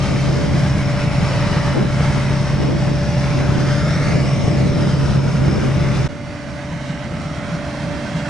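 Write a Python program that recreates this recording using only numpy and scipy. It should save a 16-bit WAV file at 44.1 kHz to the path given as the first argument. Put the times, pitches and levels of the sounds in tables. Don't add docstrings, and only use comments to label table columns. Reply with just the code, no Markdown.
import sys
import numpy as np
from scipy import signal
from scipy.fft import rfft, irfft, next_fast_len
from scipy.io import wavfile
from scipy.ndimage import uniform_filter1d, map_coordinates

SR = 44100
rng = np.random.default_rng(int(sys.argv[2]) if len(sys.argv) > 2 else 0)


def put_to_file(sound):
    columns = np.atleast_2d(sound).T
    safe = np.clip(columns, -1, 1)
    whole_steps = np.round(safe * 32767)
    wavfile.write(sys.argv[1], SR, whole_steps.astype(np.int16))


N = 365588
TIME = np.arange(N) / SR
BESIDE, AHEAD = range(2)
BESIDE_END_S, AHEAD_START_S = 6.081, 6.083

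# time in seconds, pitch in Hz.
PUMP_PITCH = [(0, 582.3), (1.6, 579.5), (2.3, 588.4), (3.35, 580.3), (4, 585.7), (4.5, 581), (5.05, 589.5),
              (5.45, 584), (5.8, 582), (6.9, 583.8), (7.3, 584.6), (8.3, 583.7)]
# multiple of the firing rate, relative level in dB.
EXHAUST_TONES = ([(1, -13), (2, -0.5), (3, -12), (4, -24.5)], [(1, -27), (2, 1.5), (3, -27), (4, -28)])
# pitch in Hz, width in Hz, relative level in dB.
ENGINE_RINGS = ([(3680, 510, -2.5), (5110, 170, 3), (5450, 200, -5), (5430, 100, 4)], [(3880, 120, -7),
                (5590, 100, -9), (5490, 100, -6), (6500, 200, -15)])
# multiple of the piston rate, relative level in dB.
PUMP_TONES = ([(1, -6.5), (2, -2), (3, -15), (7.11, -20)], [(1, -1.5), (2, 1), (3, -13), (4, -22),
              (7.11, -10.5)])
# time in seconds, level in dB.
PUMP_LEVEL = ([(0, -31.5), (1.4, -29.5), (2.6, -31.5), (3.5, -28.5), (4.85, -30), (5.5, -39.5), (5.85, -27),
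              (6.05, -36.5)], [(6.1, -40.5), (7.2, -38.5), (8.3, -34.5)])
# time in seconds, swell of the rattle in dB.
CROP_LOAD = [(0, 2), (0.9, 0.7), (1.3, 3), (1.72, 2.1), (1.85, -1.5), (2.03, 2.5), (2.55, -0.3), (2.95, -1),
             (3.5, 1.3), (4.05, 2.5), (4.65, -0.1), (5.05, 2), (5.2, -1.3), (6.05, 0.4)]
# frequency in Hz, relative level in dB.
ROD_SPECTRUM = ([(400, -13), (850, 1), (1400, 1.5), (1800, -1.5), (2250, -0.5), (2700, -5.5), (3400, -10.5),
                (5000, -22)], [(400, -17.5), (850, -6), (1400, -3.5), (1800, -7.5), (2250, -7.5),
                (2700, -11), (3400, -13.5), (5000, -31.5)])
# frequency in Hz, relative level in dB.
SOIL_SPECTRUM = ([(1800, -6), (3300, -4), (3800, -1), (4500, 0.5), (6000, -1.5), (7300, -9.5),
                 (8500, -10.5), (11000, -19)], [(1800, -24), (3300, -23), (3800, -0.5), (4500, -1),
                 (6000, -4), (7300, -10), (8500, -11.5), (11000, -19)])
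# frequency in Hz, relative level in dB.
BODY_SPECTRUM = ([(20, -32), (45, -10), (70, -6.5), (110, -5.5), (165, -1), (200, -11.5), (260, -16.5),
                 (400, -20), (520, -22.5), (780, -25.5), (1200, -34)], [(20, -30), (45, -22), (70, -4),
                 (110, -9.5), (160, -5.5), (200, -7), (260, -6), (320, -14.5), (400, -23), (520, -25.5),
                 (780, -25), (1200, -50)])
# start in seconds, peak level in dB.
CLOD_DROPS = [(6.719, -17), (6.894, -18.5), (7.129, -22), (7.184, -24), (7.255, -20), (7.518, -15),
              (7.835, -17.5), (8.146, -14)]
# pitch in Hz, relative level in dB, seconds to fade by 60 dB.
PANEL_RINGS = [(111, -23, 0.34), (156.2, -1.5, 0.39), (167.6, -3, 0.32), (233, -13.5, 0.49), (277, -31, .1)]
# time in seconds, delay in ms.
ECHO_DELAY = [(0, 1), (3.2, 1.03), (3.5, 0.67), (3.7, 0.637), (4.42, 0.31), (4.8, 0.57), (5.2, 0.75),
              (6.05, 0.81), (6.8, 0.99), (7.6, 1.2)]
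# frequency in Hz, likeness from 0 to 1.
STEREO_LIKENESS = [(60, 0.99), (500, 0.99), (1800, 0.86), (3300, 0.57), (6000, 0.78), (10000, 0.1)]
# frequency in Hz, left minus right in dB.
STEREO_BALANCE = ([(200, 0), (600, 1.5), (1900, -1), (5500, 2), (10000, -1.5)], [(300, -.5), (600, -3.5),
                  (3300, -4), (5800, -3), (10000, -5)])
# start in seconds, length in seconds, strength in dB.
WIND_GUSTS = [(0.11, 0.04, -27), (0.26, 0.3, -27), (1.08, 0.29, -36.5), (1.49, 0.23, -32.5),
              (1.77, 0.049, -21.5), (2.13, 0.094, -31), (2.6, 0.15, -24), (2.88, 0.041, -26.5),
              (3.35, 0.33, -28), (4.09, 0.15, -27), (4.375, 0.49, -26.5), (4.96, 0.32, -28.5),
              (5.408, 0.26, -24.5), (5.78, 0.33, -30), (7.47, 0.1, -31), (7.854, 0.12, -29)]


def harvester(view, drone_db, drone_follow, clatter_db, rattle_db, soil_db, churn_db, body_db,
              body_follow, lead_ms):
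    piston_cycles = np.cumsum(curve(PUMP_PITCH) / 2) / SR
    firing_cycles = piston_cycles / 4.312
    tones = exhaust(view, firing_cycles, drone_db, drone_follow) + pump(view, piston_cycles)
    sieve = panel_echoes(sieve_belts(view, rattle_db, soil_db)) + clinks(view, rattle_db - 7.5)
    crop = body_drumming(view, body_db, body_follow) + rollers(view, churn_db)
    noises = sieve + crop + engine_clatter(view, firing_cycles, clatter_db)
    return place_in_stereo(tones + sweeping_echo(noises), view, lead_ms)


def exhaust(view, firing_cycles, level_db, follow):
    loudness = gain(level_db + follow * swell_db(view) + 1.9 * wobble(9))
    return loudness * shaft_tones(EXHAUST_TONES[view], firing_cycles, waver_db=0.5, smear=0.16)


def engine_clatter(view, firing_cycles, level_db):
    def rings(hz):
        return sum(gain(db) * resonance(hz, pitch, width) for pitch, width, db in ENGINE_RINGS[view])
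    pulses = gain(2.2 * np.cos(2 * np.pi * firing_cycles) + 1.7 * wobble(14))
    ringing = normalize(pulses * spread(rng.standard_normal((2, N)), rings))
    return gain(level_db + 0.83 * swell_db(view) + 2 * passing()) * ringing


def pump(view, piston_cycles):
    loudness = gain(curve(PUMP_LEVEL[view]))
    return loudness * shaft_tones(PUMP_TONES[view], piston_cycles, waver_db=1.2, smear=0.19)


def sieve_belts(view, rattle_db, soil_db):
    shake_db = 0.69 * wobble(22)
    rods = spread(impacts(per_second=8000, scatter_db=2.5), spectrum(ROD_SPECTRUM[view]))
    soil = spread(impacts(per_second=12000, scatter_db=2), spectrum(SOIL_SPECTRUM[view]))
    rods *= gain(rattle_db + swell_db(view) + shake_db + 0.39 * wobble(18))
    soil *= gain(soil_db + 0.81 * swell_db(view) + 0.46 * passing() + shake_db + 0.69 * wobble(28))
    return rods + soil


def clinks(view, level_db, centre_hz=1772, fade_s=0.23, count=110):
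    out, t = np.zeros(N + SR), np.arange(SR // 4) / SR
    attack = 1 - np.exp(-t / 0.004)
    for when, (pitch, size) in zip(rng.random(count), rng.standard_normal((count, 2))):
        ring = np.sin(2 * np.pi * centre_hz * np.exp(0.22 * pitch) * t)
        out[int(when * N):][:len(t)] += gain(4.2 * size - 60 * t / fade_s) * attack * ring
    return gain(level_db + swell_db(view)) * out[:N]


def body_drumming(view, level_db, follow):
    loudness = gain(level_db + follow * swell_db(view) + 0.36 * wobble(9.9))
    return loudness * spread(impacts(per_second=1800, scatter_db=5), spectrum(BODY_SPECTRUM[view]))


def rollers(view, level_db):
    blows = impacts(per_second=2500, scatter_db=2.5)
    churn = spread(blows, lambda hz: resonance(hz, centre_hz=622, width_hz=210))
    return gain(level_db + 0.88 * swell_db(view) + 5 * passing() ** 3) * churn


def clods(attack_s=0.0037):
    out, t = np.zeros(N + SR), np.arange(SR // 3) / SR
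    for start, peak_db in CLOD_DROPS:
        boom = np.zeros(len(t))
        for hz, db, fade_s in PANEL_RINGS:
            size, detune = rng.standard_normal(2)
            ring = np.sin(2 * np.pi * hz * (1 + 0.027 * detune) * t)
            boom += gain(db + 2 * size - 60 * t / fade_s) * ring
        boom *= 1 - np.exp(-t / attack_s)
        out[round(start * SR):][:len(t)] += gain(peak_db) * boom / np.abs(boom).max()
    return out[:N]


def sweeping_echo(x, dull_hz=14000):
    strength = 0.054 + 0.27 * passing()
    read_at = np.arange(N) - curve(ECHO_DELAY) * SR / 1000
    dull = filtered(x, lambda hz: 1 / (1 + (hz / dull_hz) ** 2))
    echo = np.array([map_coordinates(side, [read_at]) for side in dull])
    return (x + strength * echo) / np.sqrt(1 + strength ** 2)


def panel_echoes(x, depth_db=1.98):
    _, _, slices = signal.stft(x, SR, nperseg=1024)
    ripple = uniform_filter1d(rng.standard_normal(slices.shape[1:]), size=3, axis=0)
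    ripple = uniform_filter1d(ripple, size=45, axis=1)
    return signal.istft(slices * gain(depth_db * normalize(ripple)), nperseg=1024)[1][:, :N]


def wind(gust_db, rumble_db, flutter_db, rumble_follow, flutter_follow):
    def swirls(hz_db_rows):
        noise = filtered(rng.standard_normal((2, N)), spectrum(hz_db_rows))
        return normalize(noise * gain(1.3 * np.array([wobble(45), wobble(45)])))
    rumble = swirls([(15, -8), (45, -11), (90, -4), (150, -2), (220, -6), (320, -25.5), (600, -29.5)])
    flutter = swirls([(80, -13), (200, 4), (340, 2), (500, -4.5), (700, -10.5), (1000, -20),
                      (2000, -36)])
    rumble *= gain(rumble_db + rumble_follow * gust_db)
    flutter *= gain(flutter_db + flutter_follow * gust_db + 0.74 * wobble(17))
    return rumble + flutter


def gusts(breeze_db, rise_s=0.045, fall_s=0.1):
    power = np.ones(N)
    for start, length, db in WIND_GUSTS:
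        corners = [start - rise_s, start, start + length, start + length + fall_s]
        power += (gain(db - breeze_db) * np.interp(TIME, corners, [0, 1, 1, 0])) ** 2
    return 10 * np.log10(power)


def swell_db(view, approach_db_per_s=3):
    if view == BESIDE:
        return curve(CROP_LOAD)
    return approach_db_per_s * (TIME - (AHEAD_START_S + TIME[-1]) / 2)


def passing(peak_s=3.84, arrive_s=0.35, leave_s=1.65):
    return np.exp(-((TIME - peak_s) / np.where(TIME < peak_s, arrive_s, leave_s)) ** 2)


def shaft_tones(rows, cycles, waver_db, smear):
    out = np.zeros(N)
    for multiple, db in rows:
        loudness = np.sqrt(2) * gain(db + waver_db * wobble(6.3))
        out += loudness * np.sin(multiple * (2 * np.pi * cycles + smear * wobble(22)))
    return out


def impacts(per_second, scatter_db):
    hits = rng.random((2, N)) < per_second / SR
    sizes = gain(scatter_db * rng.standard_normal((2, N)))
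    return hits * sizes * np.sign(rng.random((2, N)) - 0.5)


def spread(pair, colour):
    def response(hz):
        likeness = at_frequency(STEREO_LIKENESS, hz)
        return colour(hz) * np.sqrt([1 + likeness, 1 - likeness])
    middle, side = filtered(pair, response)
    return normalize(np.array([middle + side, middle - side]))


def place_in_stereo(x, view, lead_ms):
    half = np.array([[0.5], [-0.5]])
    def response(hz):
        balance = gain(half * at_frequency(STEREO_BALANCE[view], hz))
        return balance * np.exp(2j * np.pi * hz * half * lead_ms / 1000)
    return filtered(x, response)


def resonance(hz, centre_hz, width_hz):
    return 1 / (1 + (2 * (hz - centre_hz) / width_hz) ** 2)


def spectrum(rows):
    return lambda hz: gain(at_frequency(rows, hz)) / (1 + (hz / rows[-1][0] / 2) ** 4)


def filtered(x, response):
    size = next_fast_len(N + 8192, True)
    return irfft(rfft(x, size) * response(np.fft.rfftfreq(size, 1 / SR)), size)[..., :N]


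def at_frequency(rows, hz):
    row_hz, values = np.transpose(rows)
    return np.interp(np.log(hz + 1), np.log(row_hz + 1), values)


def curve(rows):
    return np.interp(TIME, *np.transpose(rows))


def wobble(per_second):
    points = rng.standard_normal(int(N * per_second / SR) + 4)
    coarse = TIME[::64]
    return np.interp(TIME, coarse, map_coordinates(points, [coarse * per_second]))


def gain(db):
    return 10 ** (np.asarray(db) / 20)


def normalize(x):
    return x / np.sqrt(np.mean(x ** 2) + 1e-20)


def scene(fade_s=0.01):
    gust_db = gusts(breeze_db=-35.5)
    beside = harvester(BESIDE, drone_db=-20.5, drone_follow=0.1, clatter_db=-44, rattle_db=-31.5,
                       soil_db=-38.5, churn_db=-37, body_db=-21.5, body_follow=0.49, lead_ms=0.019)
    beside *= gain(-0.0838 * gust_db)
    beside += wind(gust_db, rumble_db=-24.5, flutter_db=-35.5, rumble_follow=0.15, flutter_follow=1.23)
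    ahead = harvester(AHEAD, drone_db=-35.5, drone_follow=0.78, clatter_db=-53.5, rattle_db=-36,
                      soil_db=-46, churn_db=-38.7, body_db=-30, body_follow=0.64, lead_ms=0)
    ahead += clods()
    ahead += wind(gust_db, rumble_db=-36, flutter_db=-43, rumble_follow=0.62, flutter_follow=0.77)
    fade_out = np.clip((BESIDE_END_S - TIME) / fade_s, 0, 1)
    fade_in = np.clip((TIME - AHEAD_START_S) / fade_s, 0, 1)
    return beside * fade_out + ahead * fade_in


def record(dry):
    return filtered(dry, lambda hz: hz < 11050)


dry = scene()
out = record(dry)
put_to_file(out)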